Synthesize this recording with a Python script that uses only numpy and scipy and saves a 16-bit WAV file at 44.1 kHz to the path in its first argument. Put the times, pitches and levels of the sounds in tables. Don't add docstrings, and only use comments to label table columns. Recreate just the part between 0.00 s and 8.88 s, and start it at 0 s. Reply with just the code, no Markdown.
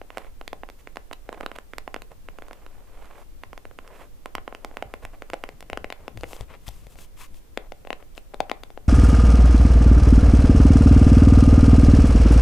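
import sys
import numpy as np
from scipy import signal
from scipy.fft import rfft, irfft, next_fast_len
from scipy.io import wavfile

SR = 44100
rng = np.random.default_rng(int(sys.argv[2]) if len(sys.argv) > 2 else 0)


def file_out(sig):
    cols = np.atleast_2d(sig).T
    lim = np.clip(cols, -1, 1)
    pcm = np.round(lim * 32767).astype(np.int16)
    wavfile.write(sys.argv[1], SR, pcm)


N = 391605


def from_db(db):
    return 10 ** (np.asarray(db) / 20)


def rms_one(x):
    return x / np.sqrt(np.mean(x ** 2) + 1e-20)


def drift(rate_hz):
    step = 40
    r = np.exp(-2 * np.pi * rate_hz * step / SR)
    white = rng.standard_normal(N // step + 2002)
    slow = signal.lfilter([1], [1, -2 * r, r * r], white)[2000:]
    return np.interp(np.arange(N) / step, np.arange(len(slow)), rms_one(slow))


def ring(clicks, hz, t60_s):
    r = from_db(-60 / (t60_s * SR))
    w = 2 * np.pi * hz / SR
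    return signal.lfilter([0, np.sin(w)], [1, -2 * r * np.cos(w), r * r], clicks + 1e-18)


def coloured(white, spectrum):
    size = next_fast_len(N)
    hz, level_db = np.transpose(spectrum)
    bins_hz = np.fft.rfftfreq(size, 1 / SR)
    curve_db = np.interp(np.log(bins_hz + 1), np.log(hz), level_db, left=-60, right=-60)
    return rms_one(irfft(rfft(white, size) * from_db(curve_db), size)[..., :N])


def pair(likeness):
    mid, side = rng.standard_normal((2, N))
    likeness = np.clip(likeness, 0, 1)
    return np.sqrt(1 + likeness) * mid + np.sqrt(1 - likeness) * side * [[1], [-1]]


def grains(per_s, spread_db):
    sizes = from_db(spread_db * np.minimum(rng.exponential(1, N), 4)) * rng.choice([-1, 1], N)
    return sizes * (rng.random(N) < per_s / SR)


# start_s [s], click_db [dB], knock_db [dB], tick_db [dB]
NAIL_TAPS = [(0.0154,-40,13,-10),(.1039,-29,-5,-17),(0.1725,-26.5,8.5,-7),(0.1818,-31,2,-0.5),(0.2465,-43,3,-14),(0.4127,-34,2.5,-8.5),
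             (.4781,-27.5,-8.5,1.5),(.5306,-32.5,11,-2),(0.6344,-37.5,16.5,-26),(0.6887,-36.5,3,-11),(.6996,-35,-4,-2.5),(0.8729,-32.5,-5,-12),
             (.9583,-40.5,9,2.5),(0.9702,-28,6.5,-7.5),(1.1127,-37.5,9,-9),(1.1294,-29,-10,-4),(1.1325,-25,-24,-4),(1.2909,-37.5,17.5,-5),
             (1.328,-37,12,-3),(1.409,-33.5,12.5,0.5),(1.4621,-28,5,0.5),(1.516,-29,-1.5,-13),
             (1.5619,-38.5,2.5,2),(1.5862,-31.5,2.5,-1),(1.7351,-29,-5,-15),(1.7829,-23,-9,-0.5),(1.8774,-29,5.5,-11.5),(1.9431,-19.5,-11,-9.5),
             (1.9628,-29.5,6,-8),(2.02,-31.5,-9,-2.5),(2.1172,-53,14,4),(2.2866,-33,-1,-12),(2.3864,-40,14,-3),(2.422,-38,7,-8),
             (2.4836,-45,7,2),(2.5106,-44,10.5,-6),(2.5312,-35,-9,-5),(2.664,-39,-2,-6.5),(3.0559,-44,-14,-5),(3.4356,-30.5,-0.5,-9),
             (3.531,-35,5,-10),(3.5774,-32,-6,-7.5),(3.6532,-37.5,4,-7),(3.712,-49.5,14,-11),(3.7883,-32,-2.5,-9),(3.8768,-37.5,-19,-4),
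             (4.2586,-26.5,3.5,-6),(4.352,-18,-10.5,-7.5),(4.3821,-29.5,4,-19),(4.4781,-29,11,-11),(4.5256,-42,17,-19),(4.5491,-23,-7,-16),
             (4.6472,-28.5,9,-2),(4.713,-53,19,-9),(4.7702,-23.5,-2.5,-9.5),(4.8246,-23,1.5,-11.5),(4.9388,-25.5,4.5,-8),
             (5.0512,-24.5,-9,-9),(5.2215,-28,3,-10),(5.3008,-24.5,-8,-10.5),(5.3341,-19,0,-14),(5.34,-27,13.5,-6.5),(5.4384,-19,-1.5,-15.5),
             (5.49,-29.5,0,-8),(5.6065,-32,-8,-2.5),(5.6263,-33,1.5,-6),(5.6997,-20,-7,-13),(5.7311,-18.5,0.5,-16),(5.774,-20,0.5,-8.5),
             (5.844,-19.5,0,-15),(5.9025,-24,-0.5,-10),(5.9245,-19.5,-11,-8),(6.0802,-23,2,-8),(6.174,-30,-3,-4.5),(6.2098,-37,4.5,2),
             (6.2343,-23,4,-11),(6.2404,-23.5,1,-20),(6.332,-24,0.5,-12),(6.3649,-48,15,10),(6.409,-32,5.5,2),(6.5504,-41,-1,-8),
             (6.6806,-42,-6,12.5),(6.6879,-42,10.5,12),(6.8683,-42,5.5,0.5),(6.9563,-41,1,-10),(6.988,-38,-4,-8),(7.344,-46.5,-6,-2),
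             (7.5743,-21,6.5,-4),(7.7208,-29,6,-7.5),(7.85,-39,9,-8),(7.872,-30,7,-12),(7.9045,-17,-4,-13),(7.9293,-20,-6,-7),
             (8.0261,-42,7.5,-15),(8.1511,-53,-9,10),(8.172,-48,1,8),(8.1783,-23,-7.5,-7.5),(8.338,-45,16.5,-4),(8.343,-32.5,8,0),
             (8.404,-13.5,1.5,-5.5),(8.4105,-31.5,3,-8),(8.497,-20,-4.5,-2.5),(8.515,-17,6,-5),(8.6349,-25.5,-3.5,-2.5),(8.7034,-36.5,-3,-6),(8.7754,-31.5,10.5,-10)]
# pitch_hz [Hz], level_db [dB], t60_s [s]
BOX_MODES = [(326, -92, 0.014), (557.5, -11.5, 0.025), (737, -2, 0.01), (1059, -14.5, 0.02),
             (1365, 1.5, 0.0038), (2074, -2.5, 0.0045), (2670, -7, 0.0054), (3560, -1, 0.0027),
             (4870, 0, 0.0016), (7390, -1.5, 0.0011), (9140, -14.5, 0.0035), (12200, -2.5, 0.0004)]
CONTACT_HZ = 3390
TICK_SPREAD_S = 0.001
SLAP_FOLLOWS = 0.44


def taps():
    start_s, click_db, knock_db, tick_db = np.transpose(NAIL_TAPS)
    at = np.round(start_s * SR).astype(int)
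    _, turned_db, depth_db, tilt_db, _ = carried()
    slap_db = SLAP_FOLLOWS * knock_db + turned_db[at]
    landing_db = 2.7 * rng.standard_normal((len(at), len(BOX_MODES)))
    tick_sign = rng.choice([-1, 1], (len(at), len(BOX_MODES)))
    echo = at + (rng.uniform(.0004, .0014, len(at)) * SR).astype(int)
    echo_share = rng.uniform(.1, .45, len(at))
    body, tick = 0, 0
    for k, (hz, level_db, t60_s) in enumerate(BOX_MODES):
        if hz < 900:
            part_db = knock_db + depth_db[at] * (.5 if hz < 640 else -.5)
        elif hz < 1700:
            part_db = slap_db
        else:
            part_db = (tick_db if hz > 3300 else 0) + tilt_db[at] * abs(np.log2(hz / 3100))
        clicks = np.zeros(N)
        clicks[at] = -from_db(click_db + level_db + part_db + landing_db[:, k])
        clicks[echo] += echo_share * clicks[at]
        if hz > 3300:
            clicks[at] *= tick_sign[:, k]
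            late = round(TICK_SPREAD_S * SR * rng.random())
            tick = tick + ring(np.roll(clicks, late), hz, t60_s)
        else:
            body = body + ring(clicks, hz, t60_s)
    body = signal.sosfilt(signal.butter(5, CONTACT_HZ, fs=SR, output="sos"), body)
    return signal.sosfilt(signal.butter(4, 245.0, "high", fs=SR, output="sos"), body + tick)


# peak_s [s], length_s [s], drag_db [dB], scuff_db [dB], brush_db [dB]
SCRAPES_AND_SWELLS = [(0.21, 0.21, -55, -61, -68), (0.803, 0.039, -64, -65, -63.5),
                      (1.325, 0.013, -43.5, -72, -70), (1.344, 0.019, -50, -65, -72),
                      (1.378, 0.011, -44, -75, -73), (1.407, 0.0069, -40, -62, -62),
                      (1.434, 0.01, -34, -62, -62), (1.443, 0.43, -56.5, -72, -74),
                      (1.561, .02, -57, -55, -63), (2.122, 0.046, -55, -79, -78),
                      (2.61, 0.74, -60.5, -74, -80), (3.064, .38, -53.5, -63.5, -69.5),
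                      (3.202, 0.082, -53.5, -70, -66), (3.88, 0.15, -53.5, -79, -78),
                      (3.998, 0.17, -50.5, -59.5, -63), (4.712, 0.54, -57, -95, -76),
                      (5.037, .04, -51, -62, -63), (5.143, 0.035, -54, -68, -72),
                      (5.06, 0.38, -61.5, -77, -81), (5.416, 0.4, -61, -71, -71),
                      (6.035, 0.22, -58.5, -75, -78), (6.226, 0.15, -64, -74, -61),
                      (6.323, 0.12, -53, -72, -52.5), (6.401, 0.11, -54, -60, -60),
                      (6.528, 0.094, -53.5, -54, -67.5), (6.68, 0.039, -74, -52.5, -51),
                      (6.747, 0.32, -85, -66, -62), (6.925, 0.073, -64, -75, -59.5),
                      (7.018, .11, -60.5, -63, -53), (7.221, .11, -61, -50.5, -50.5),
                      (7.369, 0.076, -86, -74, -61), (7.632, 0.13, -56, -78, -80),
                      (8.016, 0.06, -57, -69, -82), (8.175, 0.052, -60, -72, -58),
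                      (8.51, 0.41, -59, -77, -82)]
# pitch_hz [Hz], level_db [relative dB per Hz]
DRAG_SPECTRUM = [(150, -11), (250, -9), (520, 0), (750, -3.5), (1300, -11), (2500, -20.5), (5000, -41)]
# pitch_hz [Hz], level_db [relative dB per Hz]
SCUFF_SPECTRUM = [(600, -28), (1050, 6.5), (1500, -3.5), (2200, 1.5), (3300, -5.5), (4500, -15),
                  (9000, -32)]
# pitch_hz [Hz], level_db [relative dB per Hz]
BRUSH_SPECTRUM = [(2500, 4), (4500, -0.5), (7500, 1.5), (12500, -0.5), (14000, -7), (16000, 5)]
SWELL_SHARE = 0.53


def scrapes_and_swells():
    levels = np.zeros((3, N))
    for peak_s, length_s, *level_db in SCRAPES_AND_SWELLS:
        start_s = peak_s - SWELL_SHARE * length_s
        end_s = peak_s + (1 - SWELL_SHARE) * length_s
        at = np.arange(round(start_s * SR), min(round(end_s * SR), N))
        rise_and_fall = np.interp(at / SR, [start_s, peak_s, end_s], [0, 1, 0])
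        swell = np.sin(np.pi / 2 * rise_and_fall) ** 0.9
        levels[:, at] += np.outer(from_db(level_db), swell)
    uneven = drift(62)
    catches = grains(1500, spread_db=2.0)
    papery = rms_one(catches) + rms_one(grains(7100, spread_db=0.0))
    airy = grains(12000, spread_db=-0.5)
    drag = from_db(2.6 * uneven) * coloured(catches, DRAG_SPECTRUM)
    scuff = from_db(2.5 * uneven) * coloured(papery, SCUFF_SPECTRUM)
    brush = from_db(1.2 * uneven) * coloured(airy, BRUSH_SPECTRUM)
    return np.sum(levels * [drag, scuff, brush], axis=0)


# start_s [s], level_db [dB]
GRIP_SHIFTS = [(4.35, -38.5), (4.857, -35.5), (5.041, -37), (5.729, -37), (6.175, -33), (6.236, -39),
               (6.408, -30.5), (6.68, -31), (6.868, -43)]


def thuds():
    start_s, level_db = np.transpose(GRIP_SHIFTS)
    clicks = np.zeros(N)
    clicks[np.round(start_s * SR).astype(int)] = -from_db(level_db)
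    return ring(clicks, 48.0, 0.15) + ring(clicks, 100, 0.066) + 0.2 * ring(clicks, 220, 0.028)


# pitch_hz [Hz], level_db [relative dB per Hz]
HANDLING_SPECTRUM = [(40, 8.5), (70, 4), (150, -6), (300, -14.5), (500, -28)]


def handling():
    level_db = carried()[-1] + 5.4 * drift(11)
    return from_db(level_db) * coloured(rng.standard_normal(N), HANDLING_SPECTRUM)


# start_s [s], place_db [dB], slap_db [dB], depth_db [dB], tilt_db [dB per octave], handling_db [dB]
BOX_PATH = [(0.0, -6.5, 3.5, -1.5, 0.5, -73), (4.0, -5, 6, -3.5, 1.5, -66.5),
            (5.3, -2, -1.5, -0.5, 1.5, -60.5), (5.9, 3.5, -1.5, -3, 0, -59),
            (6.2, 4.5, -7.5, 2.5, -0.5, -45), (6.55, 6, -5, -4, 0, -59.5), (6.72, 5.5, -13, 1, 2, -52),
            (7.1, 5, -7, -3, 2, -58), (7.5, 8, -4, 10, -2.5, -65), (8.88, 7, -6.5, -9.5, -6, -62.5)]


def carried():
    start_s, *columns = np.transpose(BOX_PATH)
    return [np.interp(np.arange(N) / SR, start_s, column) for column in columns]


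ROOM_T60_S, WALL_CUT_HZ, ROOM_DB = 0.25, 7000, -17.5


def room(x):
    out = np.zeros((2, N))
    dull = np.exp(-2 * np.pi * WALL_CUT_HZ / SR)
    for k, lag in enumerate((np.geomspace(.0041, .037, 16) * SR).astype(int)):
        loop, state = x.copy(), [0.]
        gain = from_db(-60 * lag / SR / ROOM_T60_S)
        for i in range(lag, N, lag):
            back, state = signal.lfilter([gain * (1 - dull)], [1, -dull], loop[i - lag:i], zi=state)
            loop[i:i + lag] += back[:N - i]
        weight = (lag / SR / 0.09) ** 0.29
        out[k % 2] += (loop - x) * (-1) ** (k // 2) * weight
    band = signal.butter(2, [300.0, 850.0], "band", fs=SR, output="sos")
    return out + from_db(0.5) * signal.sosfilt(band, out.mean(axis=0))


# pitch_hz [Hz], level_db [relative dB per Hz]
RUMBLE_SPECTRUM = [(4.7, -21), (8.0, 16), (26, 8.5), (155, -18.5), (250, -25), (320, -19.5), (550, -120)]
RUMBLE_DB, RUMBLE_WAVERS_DB = -43, 1.5


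def rumble():
    level_db = RUMBLE_DB + RUMBLE_WAVERS_DB * drift(4.2)
    return from_db(level_db) * coloured(pair(0.3), RUMBLE_SPECTRUM)


# pitch_hz [Hz], level_db [relative dB per Hz]
HISS_SPECTRUM = [(88, -26), (150, 1.5), (530, 1.5), (608, -3), (1610, -11), (2710, -12.5), (4240, -15.5),
                 (11700, -17), (15600, -15)]
HISS_DB = -58.5


def hiss():
    return from_db(HISS_DB) * coloured(pair(0.056), HISS_SPECTRUM)


def scene():
    place_db = carried()[0]
    sides = from_db(np.outer([.5, -.5], place_db))
    box = taps() + scrapes_and_swells()
    near = box * sides + (thuds() + handling()) * sides ** 2
    return near + from_db(ROOM_DB) * room(box) + rumble() + hiss()


CUTOFF_HZ = 15900


def record(dry):
    lowpass = signal.cheby2(12, 70, CUTOFF_HZ + 500, fs=SR, output="sos")
    return signal.sosfilt(lowpass, dry)


dry = scene()
out = record(dry)
file_out(out)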